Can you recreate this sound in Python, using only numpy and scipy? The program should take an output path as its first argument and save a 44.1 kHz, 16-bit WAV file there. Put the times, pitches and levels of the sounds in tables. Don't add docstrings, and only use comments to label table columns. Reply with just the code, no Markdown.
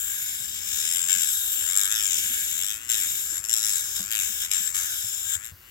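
import sys
import numpy as np
from scipy import signal
from scipy.fft import rfft, irfft, next_fast_len
from scipy.io import wavfile
from scipy.ndimage import uniform_filter1d, map_coordinates

SR = 44100
rng = np.random.default_rng(int(sys.argv[2]) if len(sys.argv) > 2 else 0)


def convert_level_to_amplitude(level_db):
    exponent = np.asarray(level_db, float) / 20
    return 10 ** exponent


def to_wav(s):
    ch = np.atleast_2d(s).T
    pcm = np.round(np.clip(ch, -1, 1) * 32767)
    wavfile.write(sys.argv[1], SR, pcm.astype(np.int16))


N = 251370
T = np.arange(N) / SR
FFT_SIZE = next_fast_len(N + 8192)
HZ = np.fft.rfftfreq(FFT_SIZE, 1 / SR)
RIGHT_LATE_S = .00018


def evened(x):
    return x / np.sqrt(np.mean(x ** 2) + 1e-20)


def read(points, hz):
    f, value = np.transpose(points)
    return np.interp(np.log(hz + 1), np.log(f + 1), value)


def wander(hz):
    return evened(signal.lfilter(*signal.butter(2, hz, fs=SR), rng.standard_normal(N)))


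def heard(spectrum):
    return irfft(spectrum, FFT_SIZE)[..., :N]


def partly_alike(shared, other, same):
    return same * shared + np.sqrt(1 - same ** 2) * other


def shaft():
    # slowest moment in s, its speed in turns per s, fastest moment in s, its speed in turns per s.
    strokes = [(0.36, 49, .64, 71), (.72, 71, .98, 88), (1.04, 84.5, 1.1, 93), (1.46, 45, 1.81, 100),
               (1.86, 96, 1.93, 110), (2.38, 47, 2.73, 106), (2.74, 106, 2.87, 119), (3.2, 50, 3.52, 116),
               (3.575, 108, 3.64, 110), (3.9, 53, 4.12, 112), (4.36, 48, 4.52, 100), (4.63, 56, 4.74, 95),
               (5.05, 52, 5.28, 56), (5.29, 56, 5.47, 118), (5.48, 118, 5.75, 124)]
    s, rps = np.reshape(strokes, (-1, 2)).T
    count = np.arange(len(s))
    step = np.interp(T, s, count)
    smooth_step = step // 1 + np.sin(np.pi / 2 * (step % 1)) ** 2
    return np.interp(smooth_step, count, rps)


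def contact():
    # landing in s, time away in s, time taken to leave in s, depth in dB, bite on landing in dB.
    lifts = [(.485, 0.04, .03, -1, 1.5), (1.091, 0.12, 0.085, -2.5, 2), (1.785, 0.057, 0.043, 2.5, 2),
             (1.92, 0.051, .04, -1.5, 2), (2.7, 0.086, 0.065, -1.5, 2.5), (2.896, 0.19, 0.087, -9.5, 5),
             (3.439, 0.06, 0.038, -9, -1.5), (3.49, 0.044, 0.042, -9.5, 3.5), (3.64, 0.072, .06, -0.5, 3),
             (3.96, 0.18, 0.053, -2.5, 0), (4.112, 0.13, 0.11, -8, 1), (4.409, 0.15, 0.094, -2.5, 0),
             (4.514, 0.062, 0.03, -7.5, 5.5), (4.747, 0.069, 0.053, -6.5, 6),
             (5.45, 0.098, 0.033, -15, -17.5), (5.53, 0.069, 0.041, -12, -18), (5.9, 0.397, .04, -27, -2.5)]
    land_s, bite_s, settle_s = .01, .13, .05
    lift_db, bite_db, seated = np.zeros(N), np.zeros(N), np.zeros(N)
    for land, away, leave, depth_db, hit_db in lifts:
        leaving = np.clip((T - land + away) / leave, 0, 1)
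        lift_db += depth_db * leaving * np.clip((land - T) / land_s, 0, 1)
        since = np.maximum(T - land, 0)
        bite_db += hit_db * np.clip((T - land) / land_s + 1, 0, 1) * np.exp(-since / bite_s)
        seated += max(hit_db, 0) / 5 * (since / settle_s) ** 2 * np.exp(-since / settle_s)
    return lift_db, bite_db, seated


def grit(turns, grazing, spread_db=2.5, catch_db=4.5):
    stone = signal.lfilter([1], [1, -.92], rng.standard_normal((700, 256)), axis=0).ravel()
    again = evened(map_coordinates(stone, [turns * 256], order=3))
    again_share = .25 + .6 * grazing
    bite = 3.2 * grazing ** 1.4
    touch = np.exp(bite * np.cos(2 * np.pi * turns)) / np.sqrt(np.i0(2 * bite))
    catches = convert_level_to_amplitude(-.86 * grazing * catch_db * wander(190.) + .5 * wander(8.7))
    grain_size = np.minimum(rng.exponential(1, (2, N)), 6)
    grains = rng.standard_normal((2, N)) * convert_level_to_amplitude(spread_db * grain_size)
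    rubbing = np.sqrt(1 - again_share) * evened(grains)
    rubbing[0] += np.sqrt(again_share) * again
    return evened(rubbing * touch * catches)


def path(slope, rings):
    hz = np.fft.rfftfreq(4096, 1 / SR)
    power = convert_level_to_amplitude(read(slope, hz)) ** 2
    for f, width, db in rings:
        power = power + convert_level_to_amplitude(db) ** 2 / (1 + (2 * (hz - f) / width) ** 2) ** 2
    log_gain = np.log(np.r_[power, power[-2:0:-1]]) / 2
    taps = np.fft.ifft(np.exp(np.conj(signal.hilbert(log_gain)))).real
    return rfft(taps[:2048], FFT_SIZE)


def at_microphones(drives):
    # frequency in Hz, gain in dB.
    slope_left, slope_right = [(300, -34.5), (900, -41.5), (1300, -48.5), (1950, -41.5), (2600, -24),
                               (4250, -36), (5500, -15), (7000, -12), (8500, -17), (10000, -21.5),
                               (12000, -26.5), (15800, -20.5)], [(300, -32), (900, -41.5), (1500, -41.5), (2500, -29),
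                                                   (4200, -33), (6000, -31.5), (6900, -24), (8200, -29),
                                                   (9500, -22), (12500, -32), (15800, -28)]
    # frequency in Hz, width in Hz, gain in dB.
    rings_left, rings_right = [(1597, 335, -13.5), (2270, 400, -19.5), (3136, 760, -20), (3752, 208, -15.5),
                               (5014, 67, -15), (7030, 790, -4.5), (7537, 466, 1), (10850, 170, -12.5),
                               (12350, 550, -11.5), (14530, 670, -11)], [(1320, 51, -30), (2220, 220, -47.5), (3335, 173, -15),
                                                   (3794, 54, -15), (5355, 144, -11), (7720, 220, -29),
                                                   (9310, 390, -12.5), (11300, 400, -35),
                                                   (11570, 350, -6.5), (13380, 130, -9)]
    # frequency in Hz, likeness from 0 to 1.
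    likeness = [(800, .6), (1300, .82), (3300, .82), (7700, .8), (10000, .75), (13000, .6)]
    same = np.clip(read(likeness, HZ), 0, 1)
    late = np.exp(-2j * np.pi * HZ * RIGHT_LATE_S)
    left, right = path(slope_left, rings_left), late * path(slope_right, rings_right)
    ears = []
    for shared, other in rfft(drives, FFT_SIZE):
        ears.append(np.array([shared * left, partly_alike(shared, other, same) * right]))
    return ears


def whine(turns):
    order_db = [-14, -11, -9, -8, -4, 0, -7, -5, -3, -2, -4, -7, -8, -7, -4, -1, 0, -3, -7, -8, -6, -4, -3,
                -5, -7, -8, -8, -9]
    slip = wander(12.)
    jittery_turns = turns + .002 * slip
    song = np.zeros(N)
    for k, db in enumerate(order_db, 8):
        flutter_db = 1.8 * np.roll(slip, 9000 * k)
        song += convert_level_to_amplitude(db + flutter_db) * np.cos(2 * np.pi * (k * jittery_turns + .35 * rng.random()))
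    return evened(song)


def motor(turns, eased, press_db, lift_db):
    pan_db = 12
    song = signal.lfilter(*signal.butter(2, [1450., 3700.], "band", fs=SR), whine(turns))
    db = -57.5 + 17 * np.sqrt(eased) + .8 * (press_db - press_db.mean()) + .6 * lift_db
    song = evened(song) * convert_level_to_amplitude(db)
    return np.array([song, convert_level_to_amplitude(-pan_db) * np.roll(song, round(RIGHT_LATE_S * SR))])


def shifting(x, patchy_db=2.1):
    z = signal.stft(x, nperseg=256)[2]
    patches = uniform_filter1d(rng.standard_normal(z.shape[1:]), size=6, axis=0)
    patches = uniform_filter1d(patches, size=70, axis=1)
    patches = evened(uniform_filter1d(patches, size=40, axis=1))
    return signal.istft(z * convert_level_to_amplitude(patchy_db * patches), nperseg=256)[1][:, :N]


def grinder():
    # time in s, grit level in dB.
    pressure = [(0, -32), (.33, -35), (.53, -39.5), (.78, -29.5), (1.06, -28.5), (1.13, -28.5), (1.55, -33),
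                (1.99, -26.5), (2.55, -33), (2.95, -30), (3.28, -35.5), (3.6, -32), (3.7, -29.5),
                (3.8, -31), (4.22, -30.5), (4.9, -34.5), (5.25, -36), (5.5, -22)]
    seams_hz = [2620, 4440, 8630]
    # level in dB, dB per dB of pressure, dB per dB of lift, dB added when running free.
    parts = [
        (-21, 0, 0.46, 8.5),
        (-12.5, -0.13, 1, 2),
        (0.05, -0.1, 0.2, -0.6),
        (-1, -0.14, 0.42, -3.5),
    ]
    loaded_rps, free_rps = 52, 112
    speed = shaft()
    turns = np.cumsum(speed) / SR
    lift_db, bite_db, seated = contact()
    eased = np.clip((speed - loaded_rps) / (free_rps - loaded_rps), 0, 1)
    touching = .3 + .7 * convert_level_to_amplitude(lift_db)
    grazing = np.clip(.05 + .65 * eased ** 1.6 * touching * (1 - seated), 0, 1)
    drive = grit(turns, grazing)
    free = np.clip((speed - 45) / 55, .1, 1)
    low_drive = drive * np.sqrt(1 - .96 * free)
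    ears, low_ears = at_microphones([drive, low_drive])

    press_db = np.interp(T, *np.transpose(pressure)) + bite_db
    below = [0]
    for f in seams_hz:
        below.append(1 / (1 + np.exp(np.clip((HZ - f) / 200, -50, 50))))
    below.append(1)
    out = 0
    for k, (db, by_press, by_lift, free_db) in enumerate(parts):
        part = heard((low_ears if k == 0 else ears) * (below[k + 1] - below[k]))
        own_db = db + by_press * (press_db - press_db.mean()) + by_lift * lift_db + free_db * eased
        out = out + convert_level_to_amplitude(press_db + lift_db + own_db) * part / np.std(part.mean(0))
    return shifting(out + motor(turns, eased, press_db, lift_db))


def table_echo(x):
    t = np.arange(2200) / SR
    scatter = rng.standard_normal((2, len(t))) * convert_level_to_amplitude(-60 * t / .035) * (t > .0012)
    scatter /= np.linalg.norm(scatter, axis=1, keepdims=True)
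    return signal.oaconvolve(x, scatter, axes=1)[:, :N]


def yard():
    # frequency in Hz, level in dB per Hz.
    colour = [(25, -38), (45, -6), (68, -0.5), (100, -6), (150, -12.5), (300, -16), (700, -26), (1500, -16),
              (2900, -27), (4600, -19), (7500, -25), (9500, -25), (11500, -18), (13200, -14.5),
              (15500, -16)]
    # frequency in Hz, likeness of the two microphones from 0 to 1.
    likeness = [(60, 1), (150, 0.67), (300, 0.033), (2000, 0.81)]
    # frequency in Hz, left over right in dB.
    lean = [(60, 3), (300, 3), (900, 12), (1600, 14), (3000, 1), (5000, 1), (7000, 12), (8400, 8),
            (9800, 1)]
    a, b = rfft(rng.standard_normal((2, N)), FFT_SIZE)
    same, side = np.clip(read(likeness, HZ), 0, 1), convert_level_to_amplitude(read(lean, HZ) / 2)
    air = heard(np.array([a * side, partly_alike(a, b, same) / side]) * convert_level_to_amplitude(read(colour, HZ)))
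    return convert_level_to_amplitude(-48 + wander(.27)) * evened(air)


def drone():
    # frequency in Hz, level at the start in dB, fade in dB per s.
    tones = [(195.5, -58, 2.6), (293.5, -57.5, 1.2), (392.5, -62.5, 3)]
    recede_db = 1.3 * T ** 2
    late_ms = np.maximum(1.8 - .5 * T, 0)
    clock = np.array([T, T - late_ms / 1000]) + .00006 * wander(2.)
    out = 0
    for hz, db, fade_db in tones:
        out = out + convert_level_to_amplitude(db - fade_db * T - recede_db) * np.sin(2 * np.pi * hz * clock)
    return out


def paws():
    # start in s, peak level in dB, pitch in Hz, left over right in dB, knock share.
    thuds = [(0.404, -44, 124, 0, 0.43), (1.158, -48, 200, 14, 0.18), (1.617, -43.5, 90.5, -1, 0.45),
             (2.299, -45, 248, 10, 0.28), (2.517, -48, 116, -6, 0.12), (3.319, -50, 310, 11, 0.17),
             (3.999, -36.5, 188.6, 9, 0.41), (4.292, -47.5, 216, 12, 0.11), (4.599, -46, 199, 9, 0.15),
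             (5.043, -39, 106.5, 5, 0.23), (5.265, -43.5, 102, 4, 0.19), (5.358, -39, 91, 4, 0.15),
             (5.519, -38, 91, 4.5, 0.14)]
    t60_s, push_s = .13, .0033
    out, t = np.zeros((2, N + SR)), np.arange(SR // 3) / SR
    knocks = rng.standard_normal((len(thuds), len(t)))
    knocks = evened(signal.lfilter(*signal.butter(2, [300., 900.], "band", fs=SR), knocks))
    for (s, db, hz, pan_db, knock_share), knock in zip(thuds, knocks):
        ring = np.sin(2 * np.pi * hz * t) + .33 * np.sin(2 * np.pi * 1.43 * hz * t)
        ring += knock_share * knock * convert_level_to_amplitude(-700 * t)
        thud = ring * convert_level_to_amplitude(db - 60 * t / t60_s) * (1 - np.exp(-t / push_s))
        out[:, round(s * SR):][:, :len(t)] += thud * convert_level_to_amplitude(np.array([[pan_db / 2], [-pan_db / 2]]))
    return out[:, :N]


def scene():
    tool = grinder()
    return tool + convert_level_to_amplitude(-14) * table_echo(tool) + yard() + drone() + paws()


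def top_cut(x):
    return signal.sosfilt(signal.butter(12, 17100, fs=SR, output="sos"), x)


def record(dry):
    low_pass = signal.firwin(511, 15950, window=("kaiser", 9), fs=SR)
    limited = signal.oaconvolve(dry, low_pass[None], "same", axes=1)
    return top_cut(limited)


dry = scene()
out = record(dry)
to_wav(out)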